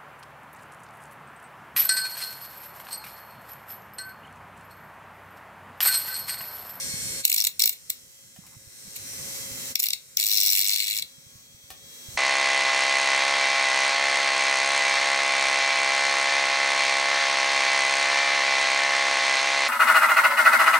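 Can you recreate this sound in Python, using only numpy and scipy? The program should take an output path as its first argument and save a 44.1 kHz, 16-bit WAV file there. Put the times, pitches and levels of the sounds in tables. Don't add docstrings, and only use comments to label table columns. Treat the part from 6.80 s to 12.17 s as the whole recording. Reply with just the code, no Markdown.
import sys
import numpy as np
from scipy import signal
from scipy.fft import rfft, irfft, next_fast_len
from scipy.io import wavfile
from scipy.ndimage import uniform_filter1d, minimum_filter1d, map_coordinates

SR = 44100
rng = np.random.default_rng(int(sys.argv[2]) if len(sys.argv) > 2 else 0)


def int16_out(signal):
    q = np.round(np.clip(np.atleast_2d(signal).T, -1, 1) * 32767)
    wavfile.write(sys.argv[1], SR, q.astype(np.int16))


N = 236949
TIME = np.arange(N) / SR

# time_s, speed_turns_per_s
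SHAFT_SPEED = [(0, 109.25), (.44, 109.25), (.6, 106), (1, 109.1), (1.5, 109.25), (1.62, 108.55),
               (1.85, 108.7), (2.1, 109.25), (2.95, 109.4), (3.2, 108.5), (3.36, 108.6), (3.372, 106),
               (3.75, 99), (3.87, 99), (4.2, 106.2), (4.32, 109.2), (4.6, 110.05), (5.37, 109.85)]
# single_bite_db, long_cut_db (both added to the strength), ring_share, brightness_share (factors)
FORCE_SHARES = [(-26, -28, 0.22, 0.24), (-7.5, -5, -0.27, 0.21), (0.5, 1, 0.057, -0.046),
                (-1.5, -0.5, 1, 0.24), (1, 1.5, -0.064, 0.42), (-1, -1.5, 0.014, 0.78), (3, 2, 0.38, 0.73)]


def amp(db):
    return 10 ** (np.asarray(db) / 20)


def unit(x):
    return x / np.sqrt(np.mean(x ** 2) + 1e-20)


def along(points, hz):
    f, v = np.transpose(points)
    return np.interp(np.log(hz + 1), np.log(f + 1), v)


def curves(rows):
    s, *cols = np.transpose(rows)
    return [np.interp(TIME, s, c) for c in cols]


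def wobble(rate):
    knots = rng.standard_normal(int(N * rate / SR) + 4)
    return map_coordinates(knots, [TIME * rate])


def filtered(x, response):
    m = next_fast_len(N + SR // 4)
    spectrum = rfft(x, m) * response(np.fft.rfftfreq(m, 1 / SR))
    return irfft(spectrum, m)[..., :N]


def ports(pair, alike, lean):
    lag_s = 1.6e-4

    def response(hz):
        turn = np.arccos(np.clip(along(alike, hz), 0, 1)) / 2
        side = np.array([[1], [-1]])
        level = amp(side * along(lean, hz) / 2)
        tilt = level * np.exp(1j * np.pi * side * hz * lag_s)
        return tilt * np.array([np.cos(turn) + 0 * side, side * np.sin(turn)])
    return filtered(pair[:, None], response).sum(axis=0)


def ringing(force, modes):
    def body(f):
        total = 0
        for k, (centre, width, db) in enumerate(modes):
            damping = 1j * f * width
            total = total + (-1) ** k * amp(db / 2) * damping / (centre ** 2 - f * f + damping)
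        return total ** 2

    hz = np.linspace(1, SR / 2, 2000)
    grit = rng.standard_normal((2, N)) * amp(2.5 * wobble(1500))
    return filtered(force * unit(grit), body) / np.sqrt(np.mean(abs(body(hz)) ** 2))


def rumble():
    # (relative, per Hz)
    room_spectrum = [(15, -46), (30, -12), (124, 2.5), (386, -7), (425, -1), (495, 4.5), (546, 1.5),
                     (601, 2), (1870, -1), (2020, 10), (2500, -37.5), (3250, -2), (5500, -120)]
    # time_s, level_db (rms)
    bass_level = [(0, -67.5), (1, -63.5), (1.6, -64), (2.9, -70), (3.3, -66.5), (4.5, -64), (5.37, -68.5)]
    # pitch_hz, width_hz, level_db (relative)
    hum_modes = [(252.6, 30, 1.5), (362.6, 34, -2.5), (427.7, 36, 0.5), (480.4, 57, -4)]

    def low(hz):
        return amp(along(room_spectrum, hz)) / (1 + (hz / 280) ** 4)

    def high(hz):
        return amp(along(room_spectrum, hz)) / (1 + (280 / (hz + 1)) ** 4)

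    lumps = amp(3.9 * np.array([wobble(14), wobble(36)]))
    bass = filtered(rng.standard_normal((2, N)) * lumps, low)
    rest = filtered(rng.standard_normal((2, N)), high)
    hum = ringing(amp(-74.5 + 1.3 * wobble(3.64)), hum_modes)
    return amp(curves(bass_level)[0]) * unit(bass) + amp(-71) * unit(rest) + hum


def shop(x):
    # pitch_hz, t60_s
    decay = [(300, 0.35), (3000, 0.24), (8000, 0.13), (15000, 0.18)]
    hz, t, z = signal.stft(rng.standard_normal((2, SR // 2)), SR, nperseg=256)
    fading = z * amp(-60 * t / along(decay, hz)[:, None])
    tail = signal.istft(fading, SR, nperseg=256)[1]
    delayed = np.pad(x, ((0, 0), (150, 0)))
    return signal.fftconvolve(delayed, tail / np.linalg.norm(tail[0]), axes=1)[:, :N]


def scuffs():
    # start_s, top_s, end_s, level_db
    slides = [(1.613, 1.643, 1.71, -61.5), (1.7, 1.74, 1.76, -56.5)]
    # pitch_hz, width_hz, level_db (relative)
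    hollow_modes = [(766, 260, 4), (1040, 820, 2)]
    force = 0
    for start, top, end, db in slides:
        force = force + amp(db) * np.interp(TIME, (start, top, end), (0, 1, 0))
    return ringing(force, hollow_modes)


def bumps():
    # start_s, level_db, pitch_hz
    thuds = [(0.138, -45, 146), (1.587, -34.5, 177), (1.766, -37, 122), (1.871, -43, 96), (2.078, -49, 110),
             (2.717, -51, 123), (4.381, -44.5, 148), (4.465, -41.5, 127), (4.554, -40, 115),
             (4.744, -43.5, 104), (4.839, -46, 96.9), (5.285, -42.5, 111), (5.348, -48.5, 74.4)]
    out, t = np.zeros(N + SR), np.arange(SR // 10) / SR
    envelope = (t / 0.0045) * np.exp(1 - t / 0.0035)
    for s, db, hz in thuds:
        out[round(s * SR):][:len(t)] += amp(db) * np.sin(2 * np.pi * hz * t) * envelope
    return out[:N] * np.array([[.35], [1]])


def taps():
    # start_s, level_db (before an 8.5 dB cut), brightness_db
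    strikes = [(1.562, -46.5, -3.5), (1.666, -54, 6), (4.9041, -39, -1)]
    # pitch_hz, level_db (before brightness), t60_s
    tap_modes = [(700, -10, 0.075), (755, -2, 0.054), (1100, -9, 0.033), (1820, -2, 0.033),
                 (2510, 2, 0.024), (2870, 3, .02)]
    out, t = np.zeros(N + SR), np.arange(SR // 4) / SR
    for s, db, bright_db in strikes:
        ring = 0
        for hz, level, t60 in tap_modes:
            mode_db = level + bright_db * np.log2(hz / 750) / 2
            ring = ring + amp(mode_db - 60 * t / t60) * np.sin(2 * np.pi * hz * t)
        decay = 1.3 * amp(-60 * t / 0.00093) + amp(-60 * t / 0.048)
        crack = amp(bright_db + 11.5) * decay * rng.standard_normal(len(t))
        out[round(s * SR):][:len(t)] += amp(db - 8.5) * (ring + crack)
    return out[:N] * np.array([[1], [.8]])


def motor():
    # time_s, level_db, facing (0 to just over 2, among the three colours)
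    hold = [(0, -52, 0.018), (.42, -51.5, 0.012), (.9, -54, 0.25), (1.3, -52.5, 1.05), (2, -55.5, 0.72),
            (2.9, -54.5, 1.09), (3.3, -53, 0.68), (4.3, -54, 1.9), (4.9, -52.5, 2.06), (5.37, -57.5, 1.85)]
    # (relative, per Hz)
    side_spectra = [
        [(880, -56), (1500, -16.5), (2230, -14.5), (3090, -19), (3180, -14.5), (4160, -13.5), (4330, -11.5),
         (4690, -19), (5600, -3), (6370, -11), (8830, -4.5), (10300, -15), (14300, -16.5), (15500, -27),
         (16000, -77)],
        [(880, -28), (1500, -13.5), (1870, -13), (2040, -6), (2300, -11.5), (3060, -11), (3310, -24),
         (3450, -20), (3920, -5), (4690, -10.5), (5490, -2), (7920, -2.5), (10800, -9), (14300, -7),
         (16000, -17)],
        [(880, -18.5), (1500, -15.5), (2100, -9.5), (2230, -6.5), (2940, -13.5), (3220, -11.5), (3550, -10),
         (3840, -5), (5280, -8.5), (5710, 1), (7100, -5), (7920, -1.5), (10900, -16), (12200, -7.5),
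         (16000, -11)],
    ]
    # (relative to the motor, before a 2 dB lift)
    whine_levels = [(5, -21, -18.5, -19), (10, -29.5, -30, -36), (15, -27, -18.5, -22.5),
                    (20, -13.5, -44, -27), (30, -17, -10.5, -4.5), (40, -12, -28, -39), (50, -12, -34, -12),
                    (66.6, -7.5, -13, -32), (72.7, -28, -30, -4.5)]
    # start_s, top_s, end_s, level_db
    squeak_swell = (4.44, 4.6, 4.63, -66)

    speed, = curves(SHAFT_SPEED)
    db, facing = curves(hold)
    turns = np.cumsum(speed) / SR + 0.0014 * wobble(25)

    size, harmonics = 4096, 150
    spectra = rfft(rng.standard_normal((2, 30, size))) * (np.arange(size // 2 + 1) < harmonics)
    patterns = irfft(spectra, size)
    place = [TIME * 3.5, turns % 1 * size]
    repeat = np.array([map_coordinates(p, place, order=1, mode="grid-wrap") for p in patterns])
    pulse = amp(0.48 * np.cos(2 * np.pi * turns) + 1.2 * np.cos(4 * np.pi * turns))
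    flat = np.sqrt(harmonics * 109 / (SR / 2))
    brush = pulse * (0.63 * flat * unit(repeat) + 0.71 * rng.standard_normal((2, N)))

    hiss = 0
    for k, points in enumerate(side_spectra):
        coloured = unit(filtered(brush, lambda hz: amp(along(points, hz))))
        hiss = hiss + np.sqrt(np.clip(1 - abs(facing - k), 0, 1)) * coloured

    whine = 0
    for k, *levels in whine_levels:
        tone_db = np.interp(facing, range(3), levels) + 2.0 + 1.0 * wobble(5.28) + 1.9 * wobble(25.02)
        whine = whine + amp(tone_db) * np.sin(2 * np.pi * round(k) * turns)

    start, top, end, squeak_db = squeak_swell
    swell = np.interp(TIME, (start, top, end), (0, 1, 0))
    squeak = amp(squeak_db) * swell * np.sin(2 * np.pi * 10 * turns)
    tones = (amp(db) * whine + squeak) * np.array([[1], [.2]])
    return amp(db) * hiss + tones


def long_cut():
    # time_s, strength_db, disc_ring_db, brightness_db (last two weighted by the shares)
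    cut_course = [(3.38, -27, -8, -3), (3.47, -27, 3, 1), (3.6, -25.5, 4.5, 1), (3.71, -24.5, 3, 2.5),
                  (3.75, -24.5, -0.5, 4.5), (3.83, -25, 0.5, 0), (3.92, -24, 0, -3.5),
                  (4.0, -26.5, -2.5, -6.5), (4.12, -28.5, -4.5, -2.5), (4.196, -27.5, -5, 0),
                  (4.205, -41, -4, -9)]
    contact_s = 3.372
    _, long_db, rings, brightens = np.transpose(FORCE_SHARES)[:, :, None]
    turns = np.cumsum(curves(SHAFT_SPEED)[0]) / SR
    turns = np.clip(turns - turns[round(contact_s * SR)], 0, 99)
    whole = np.round(turns).astype(int)

    size, shift, width, *colour = rng.standard_normal((100, 10)).T
    u = (turns - whole - 0.054 * shift[whole]) / (.14 * amp(2 * width[whole]))
    bite = amp(0.85 * size[whole]) * np.exp(-np.where(u < 0, abs(u) ** 1.25, u / 0.63))
    coloured_bite = bite * amp(1.16 * np.array(colour)[:, whole])
    drag = amp(-16 + 2.6 * wobble(150))

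    inside = (TIME > cut_course[0][0]) & (TIME < cut_course[-1][0])
    db, ring_db, bright_db = curves(cut_course)
    level = amp(db + long_db + rings * ring_db + brightens * bright_db)
    return inside * level * (coloured_bite + drag)


def single_bites(force):
    # peak_s, span_ms (scales rise and fall), strength_db, disc_ring_db, brightness_db
    bite_list = [(0.4453, 13, -33.5, -10, -10), (.452, 1.64, -14, -2, 7), (0.4784, 4.7, -25.5, -14, 0),
                 (0.4992, 5.1, -24, -8, 5), (0.517, 3.2, -24.5, -10, 7), (.5273, 3.9, -24.5, 2, 4),
                 (0.5432, 6.8, -26, -7, 10), (0.563, 3.7, -23.5, 0, 3), (0.581, 9, -25, 2.5, 1),
                 (0.5939, 2.9, -22.5, -16, -1), (0.6021, 2.4, -22.5, 8, -2), (0.6113, 2.6, -29, 13.5, -4),
                 (0.621, 2.4, -20, 1, -4), (.641, 3.4, -23.5, 3.5, 0), (0.649, 3.1, -22.5, 0, 3.5),
                 (0.67, 5.1, -20, -1.5, 3.5), (0.7953, 2.1, -19.5, 3, 2.5), (0.8018, 3.8, -21.5, 3.5, -4),
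                 (0.813, 3.9, -23, -5, -5), (0.8205, 3.8, -17, 3, 0), (0.8381, 4.4, -18, -3, -2),
                 (0.8576, 3.9, -24.5, 4, 9), (0.8754, 4.5, -22, -2, 4), (0.894, 4.5, -28, 0.5, 10),
                 (0.93, 13, -41.5, -19, 4), (1.101, 4.2, -23, -4, 3), (2.1622, 12, -50, -9, 5),
                 (2.9556, 2.4, -17.5, 3.5, -3), (2.995, 4.9, -29, -9, 5), (3.0003, 5.2, -25, 0.5, 7),
                 (3.0228, 1.9, -29.5, -8, 9), (3.0302, 2.7, -25.5, -2, 7), (3.039, 4.3, -26, -6, 8.5),
                 (3.048, 7.1, -39, -16, 6), (3.058, 4.7, -27, 3, -1), (3.067, 3.7, -24.5, -4, -3),
                 (3.0858, 2, -22, 4.5, -6), (3.105, 2.65, -19.5, 0, -10.5), (3.1333, 4.5, -20.5, -0.5, -7),
                 (3.371, 2, -20, 12.5, -4), (3.3988, 2.6, -22, 3.5, 1), (3.428, 5.6, -21.5, -6, -23),
                 (3.4652, 2.3, -27, 8.5, 9), (3.5147, 5.9, -22, -1, -3), (3.5714, 3.2, -22.5, 9.5, -5),
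                 (3.5825, 2.1, -22, 10, -4), (3.67, 2.5, -26, 11, 3), (3.701, 2.4, -26.5, 19, -5),
                 (3.9134, 1.4, -17.5, 2, -14), (3.9605, 4, -18.5, 1, -11), (4.0024, 2.2, -15.5, -8, -15),
                 (4.0843, 1.2, -21, -8, -21), (4.2235, 4.5, -26, -8, -7.5)]
    single_db, _, rings, brightens = np.transpose(FORCE_SHARES)[:, :, None]
    colours_db = rng.standard_normal((len(bite_list), 7, 1))
    for (s, ms, db, ring_db, bright_db), chance_db in zip(bite_list, colours_db):
        u = (np.arange(-800, 1500) / SR) / (ms / 1000)
        swell = np.exp(-np.where(u < 0, abs(u / 0.41) ** 0.97, u / .5))
        swell += 0.028 * np.exp(-np.where(u < 0, -u / 0.39, u / 0.52))
        level = amp(db + single_db + rings * ring_db + brightens * bright_db + chance_db)
        part = force[:, round(s * SR) - 800:][:, :len(u)]
        part[:] = np.maximum(part, level * swell)
    return force


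def cutting():
    # pitch_hz, width_hz, level_db (relative)
    bench_modes = [(257, 340, -6.5), (790, 520, 4), (1177, 1010, -1)]
    jaw_modes = [(1951, 440, -13), (2235, 225, 1), (2800, 420, -5)]
    nail_modes = [(3384, 196, -2.5), (3896, 394, 1.5), (4473, 450, -0.5)]
    disc_modes = [(5010, 580, -8), (5532, 420, 1.5), (6250, 590, -11)]
    vise_modes = [(6796, 720, -4.5), (7830, 550, 3), (9210, 1350, -5)]
    coarse_grit = [(10290, 1800, -2.5), (12650, 980, 6.5)]
    fine_grit = [(13300, 170, -2), (13940, 690, -1), (15350, 430, 2.8)]
    bodies = (bench_modes, jaw_modes, nail_modes, disc_modes, vise_modes, coarse_grit, fine_grit)
    force = single_bites(long_cut())
    return sum(ringing(f, modes) for f, modes in zip(force, bodies))


def scene():
    # pitch_hz, likeness (0 to 1)
    back_alike = [(60, 0.02), (130, 0.33), (290, 1), (640, 0.57), (1400, 0.29), (3300, 0.22),
                  (16000, 0.067)]
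    cut_alike = [(300, 0.63), (1500, 0.49), (3300, 0.56), (8000, 0.33), (16000, 0.4)]
    # pitch_hz, difference_db
    back_lean = [(60, -10), (110, -3), (200, -1.5), (380, 2), (700, -2), (1290, 4.5), (2380, -6),
                 (4400, 9.5), (8120, -3.5), (15000, -3)]
    cut_lean = [(300, 0), (950, 0.5), (2300, 2.5), (4400, 6.5), (6200, 6.5), (8500, -4.5), (12000, -4.5),
                (15000, 2)]
    bites, clicks = cutting(), taps()
    work = ports(bites + amp(-10.0) * shop(bites), cut_alike, cut_lean)
    background = ports(motor() + scuffs() + rumble(), back_alike, back_lean)
    return work + background + bumps() + clicks + amp(-1.5) * shop(clicks)


def record(dry):
    top_hz, ceiling = 16812, .9
    loud = uniform_filter1d(np.mean(dry ** 2, axis=0), 130) > amp(-33) ** 2
    since = TIME - np.maximum.accumulate(np.where(loud, TIME, -9))
    climb = np.clip((since - .5) / 0.92, 0, 1)
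    boost_db = 18 * climb ** 2 * (3 - 2 * climb)
    ahead = 800
    boost_db = uniform_filter1d(minimum_filter1d(boost_db, 2 * ahead), 2 * ahead)

    def edge(hz):
        return (hz < top_hz) / np.sqrt(1 + (hz / 15750) ** 120)

    boosted = dry * amp(boost_db)
    rounded = boosted / (1 + abs(boosted / ceiling) ** 4) ** .25
    return filtered(rounded, edge)


dry = scene()
out = record(dry)
int16_out(out)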